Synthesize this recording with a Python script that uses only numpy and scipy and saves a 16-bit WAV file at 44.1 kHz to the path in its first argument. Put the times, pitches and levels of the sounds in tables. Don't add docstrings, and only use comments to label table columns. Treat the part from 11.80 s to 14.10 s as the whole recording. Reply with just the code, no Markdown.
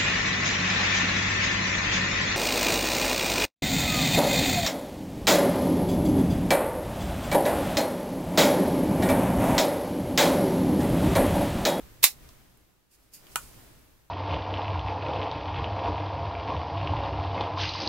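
import sys
import numpy as np
from scipy import signal
from scipy.fft import rfft, irfft
from scipy.io import wavfile

SR = 44100
rng = np.random.default_rng(int(sys.argv[2]) if len(sys.argv) > 2 else 0)


def put_to_file(sound):
    columns = np.atleast_2d(sound).T
    safe = np.clip(columns, -1, 1)
    whole_steps = np.round(safe * 32767)
    wavfile.write(sys.argv[1], SR, whole_steps.astype(np.int16))


N = 101429
TIME_S = np.arange(N) / SR
RING_S = TIME_S[:SR // 2]
BINS_HZ = np.fft.rfftfreq(N, 1 / SR)

# f/Hz, coherence/0-1
NEAR_COHERENCE = [(100, 0.5), (1500, .95), (3000, 0.4), (5000, 0.1), (15000, 0.6)]
ROOM_COHERENCE = [(100, .6), (640, 0.99), (1400, .62), (3100, .15), (7000, 0), (15000, 0)]


def amp(db):
    return 10 ** (np.asarray(db) / 20)


def read(points, hz):
    table_hz, value = np.transpose(points)
    return np.interp(np.log(hz + 1), np.log(table_hz + 1), value)


def envelope(points):
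    t_s, db = np.transpose(points)
    return amp(np.interp(TIME_S, t_s, db)) * (TIME_S >= t_s[0]) * (TIME_S <= t_s[-1])


def add(mix, start_s, sound):
    part = mix[:, round(start_s * SR):][:, :sound.shape[1]]
    part += sound[:, :part.shape[1]]


def convolve(x, response):
    return signal.fftconvolve(x, np.atleast_2d(response), axes=1)[:, :x.shape[1]]


def colour(x, eq, size=8192):
    log_gain = np.log(amp(read(eq, abs(np.fft.fftfreq(size, 1 / SR)))))
    spectrum = np.exp(np.conj(signal.hilbert(log_gain)))
    return convolve(x, np.fft.ifft(spectrum).real[:size // 2])


def stereo_noise(length, coherence, gain=1):
    left, other = rfft(gain * rng.standard_normal((2, length)))
    shared = np.clip(read(coherence, np.fft.rfftfreq(length, 1 / SR)), -1, 1)
    right = shared * left + np.sqrt(1 - shared ** 2) * other
    return irfft(np.array([left, right]), length)


def background(levels, eq):
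    # f/Hz, coherence/0-1
    coherence = [(30, 0.94), (60, .8), (120, 0.25), (300, 0.15), (1000, .35), (3000, 0.12), (15000, .05)]
    noise = unit_rms(colour(stereo_noise(N, coherence), eq))
    return noise * amp(np.interp(TIME_S, *np.transpose(levels)))


def unit_rms(x):
    return x / np.sqrt(np.mean(x ** 2) + 1e-20)


def hiss(whine_hz=12640, width_hz=420, whine_db=7.5):
    # t/s, level/dB
    levels = [(0, -52.5), (.2, -57.5), (.33, -57.5), (.44, -54), (.75, -62), (1.09, -70.5), (1.2, -64),
              (1.31, -65.5), (1.45, -55), (1.6, -54.5), (1.8, -53.5), (2.05, -59.5), (2.3, -66)]
    # f/Hz, gain/dB
    eq = [(30, -10.5), (120, 13.5), (300, 15), (600, 8.5), (1300, 5.5), (2500, 2.5), (5000, -0.5),
          (9000, -2), (16000, -1.5)]
    peak_db = whine_db / (1 + (2 * (BINS_HZ - whine_hz) / width_hz) ** 2)
    return irfft(rfft(background(levels, eq)) * amp(peak_db), N)


def rumble():
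    # t/s, level/dB
    levels = [(0, -51), (.22, -57), (.29, -62.5), (.42, -53), (.7, -60.5), (.9, -68.5), (1.1, -74),
              (1.22, -68), (1.35, -68), (1.5, -58.5), (1.64, -53.5), (1.98, -59), (2.3, -66.5)]
    # f/Hz, gain/dB
    eq = [(10, -7), (38, -4), (60, -1.5), (85, -11.5), (120, -4), (170, -14.5), (400, -33), (2000, -61.5)]
    return background(levels, eq)


def friction(levels, eq, grains_per_s, spread_db):
    sizes = amp(spread_db * np.minimum(rng.exponential(1, N), 4))
    catches = rng.random(N) < grains_per_s / SR
    grains = stereo_noise(N, NEAR_COHERENCE, gain=sizes * catches)
    return envelope(levels) * unit_rms(colour(grains, eq))


def burst(decay_s, coherence):
    fade = amp(-60 * RING_S / decay_s)
    spectrum = rfft(stereo_noise(len(RING_S), coherence) * fade)
    white = irfft(spectrum / (abs(spectrum) + 1e-12), len(RING_S))
    cloud = white * np.sqrt(fade)
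    return cloud / np.linalg.norm(cloud, axis=1, keepdims=True)


def strike(blows, eq, crack_s, rattle_s, rattle_db):
    out = np.zeros((2, N))
    for start_s, db in blows:
        crack = burst(crack_s, NEAR_COHERENCE)
        rattle = amp(rattle_db) * burst(rattle_s, NEAR_COHERENCE)
        add(out, start_s, amp(db) * (crack + rattle))
    return colour(out, eq)


def ring(blow, modes):
    out = np.zeros((2, N))
    start_s, blow_db = blow
    for hz, db, t60_s in modes:
        skew_rad = np.pi * (1 - read(NEAR_COHERENCE, hz)) * rng.uniform(-1, 1) / 2
        phase = 2 * np.pi * (hz * RING_S + rng.random()) + np.array([[skew_rad], [-skew_rad]]) / 2
        add(out, start_s, amp(blow_db + db - 60 * RING_S / t60_s) * np.sin(phase))
    return out


def room(x, send_eq, t60_scale, build_s=0.0043):
    # f/Hz, t60/s
    band_t60 = [(100, 0.073), (800, .15), (2000, 0.12), (5000, .14), (15000, 0.14)]
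    frames = dict(fs=SR, nperseg=256, noverlap=192)
    hz, t_s, spectra = signal.stft(x, **frames)
    t60_s = t60_scale * read(band_t60, hz)[:, None]
    decay = amp(-60 * t_s / t60_s) * (1 - np.exp(-(t_s / build_s) ** 2))
    decay /= np.linalg.norm(decay, axis=1, keepdims=True)
    energy = abs(convolve((abs(spectra) ** 2).mean(0), decay ** 2))
    noise = signal.stft(stereo_noise(N, ROOM_COHERENCE), **frames)[2]
    tail = signal.istft(noise * np.sqrt(energy / np.mean(abs(noise) ** 2)), **frames)[1]
    return colour(tail[:, :N], send_eq)


def snap_shut():
    # t/s, level/dB
    rush_levels = [(.224, -57), (.2275, -37), (.230, -26.5), (.233, -16), (.237, -20), (.2405, -8.5),
                   (.243, -36.5)]
    blows = [(.2405, 13.5), (.2418, 10.5)]
    # f/Hz, gain/dB
    rush_eq = [(80, -30), (400, -6.5), (700, -8), (1200, -14.5), (2400, -1), (4500, 0), (7000, -2.5),
               (10000, -4), (13000, 0.5), (16000, -3)]
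    crack_eq = [(60, -22.5), (200, -12), (450, -16.5), (680, -12), (900, 0), (1350, -12), (2100, 3.5),
                (3000, 0.5), (6000, -1), (10000, 1), (12500, 5.5), (16000, 0)]
    room_eq = [(100, -19.5), (450, -16), (750, -8), (1000, -11), (1300, -7), (2000, -4.5), (2450, -7),
               (3000, -4.5), (3900, -4), (5200, -2.5), (9000, -4.5), (15000, -8)]
    # f/Hz, level/dB re blow, t60/s
    modes = [(2050, -43, .07), (2340, -34, 0.072), (3656, -37, .1), (5575, -40, 0.12), (6870, -40, 0.08),
             (7575, -37.5, .1), (8300, -37.5, 0.069), (8748, -69, .38), (8985, -68, .4),
             (11650, -36.5, .09), (12660, -38.5, 0.038), (13320, -35, 0.054), (13490, -37, .09)]
    rush = friction(rush_levels, rush_eq, grains_per_s=18000, spread_db=-0.5)
    direct = rush + strike(blows, crack_eq, crack_s=0.012, rattle_s=0.046, rattle_db=-6)
    return direct + ring(blows[0], modes) + room(direct, room_eq, t60_scale=1.0)


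def ticks(decay_s=0.017, room_db=-5):
    # t/s, level/dB, f/Hz, half-width/octaves
    taps = [(0.49, -29.5, 4900, .9), (.491, -39, 1060, 0.24), (0.774, -37.5, 13000, .6),
            (1.378, -38.5, 2500, 0.34), (1.468, -30.5, 2860, 0.49)]
    out = np.zeros((2, N))
    hz = np.geomspace(50, SR / 2, 60)
    for start_s, db, centre_hz, octaves in taps:
        band_db = -20 * np.log10(1 + (np.log2(hz / centre_hz) / octaves) ** 2)
        tick = colour(burst(decay_s, NEAR_COHERENCE), np.transpose([hz, band_db]))
        add(out, start_s, amp(db) * tick / np.linalg.norm(tick[0]))
    return out + amp(room_db) * room(out, send_eq=[(0, 0)], t60_scale=1.1)


def slide_open():
    # t/s, level/dB
    scrape_levels = [(1.09, -86.5), (1.115, -64.5), (1.15, -59.5), (1.18, -76), (1.23, -69), (1.31, -79),
                     (1.327, -59), (1.35, -50), (1.39, -61.5), (1.45, -75), (1.53, -53.5), (1.56, -64.5),
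                     (1.62, -51), (1.70, -58), (1.85, -65.5), (2.05, -79)]
    # t/s, level/dB, decay/s
    slip = (1.3355, -19.5, 0.31)
    # f/Hz, gain/dB
    scrape_eq = [(200, -15), (1200, -20), (2500, -2.5), (3600, -6.5), (4800, 1), (6000, -1), (9000, 1),
                 (12000, -0.5), (16000, -5)]
    slip_eq = [(500, -30), (2500, -8), (3800, -17), (4900, 11), (5900, -6), (6700, 9), (8000, -1),
               (11800, 7), (14000, 4), (16000, 0)]
    out = friction(scrape_levels, scrape_eq, grains_per_s=16000, spread_db=1.7)
    start_s, db, decay_s = slip
    add(out, start_s, amp(db) * colour(burst(decay_s, ROOM_COHERENCE), slip_eq))
    return out


def click_open():
    # t/s, level/dB
    graze_levels = [(1.554, -61), (1.5555, -59), (1.558, -41), (1.559, -58)]
    blows = [(1.5580, -2.5), (1.5603, -12)]
    # f/Hz, gain/dB
    click_eq = [(80, -15), (350, -6.5), (620, -6), (900, 9), (1060, 2), (1350, 11.5), (1650, -4.5),
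                (1850, 5), (2150, -3), (2550, 4), (2950, 10), (3450, -1), (4200, 2), (5400, -3), (7000, 1),
                (8700, 2), (12000, -2.5), (16000, -7)]
    room_eq = [(100, -9.5), (600, -12.5), (900, -9), (1400, 0.5), (3000, -11.5), (4200, -11), (6500, -6.5),
               (10000, -5), (15000, -2)]
    # f/Hz, level/dB re blow, t60/s
    modes = [(830, -32.5, 0.04), (956, -28.5, 0.071), (1150, -58, 0.099), (1291, -31, .085),
             (1290, -33, 0.067), (1467, -30, 0.085), (1810, -34, .045), (2445, -34.5, 0.093),
             (4130, -43, 0.041), (7000, -44, 0.2), (7600, -54, .2), (9450, -49, 0.44)]
    graze = friction(graze_levels, click_eq, grains_per_s=23000, spread_db=1)
    direct = graze + strike(blows, click_eq, crack_s=0.0055, rattle_s=0.03, rattle_db=0.5)
    return direct + ring(blows[0], modes) + room(direct, room_eq, t60_scale=1.08)


def scene():
    # f/Hz, gain/dB
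    balance = [(150, -2), (450, -2), (1000, -0.4), (2500, 0.1), (4500, 1.96), (15000, 1.1)]
    holder = snap_shut() + click_open() + slide_open() + ticks()
    right_db = read(balance, BINS_HZ)
    panned = irfft(rfft(holder) * amp([-right_db, right_db]), N)
    return panned + hiss() + rumble()


def record(dry, cutoff_hz=15800):
    lowpass = signal.firwin(511, cutoff_hz, window=("kaiser", 9), fs=SR)
    return signal.oaconvolve(np.clip(dry, -1, 1), lowpass[None], "same")


dry = scene()
out = record(dry)
put_to_file(out)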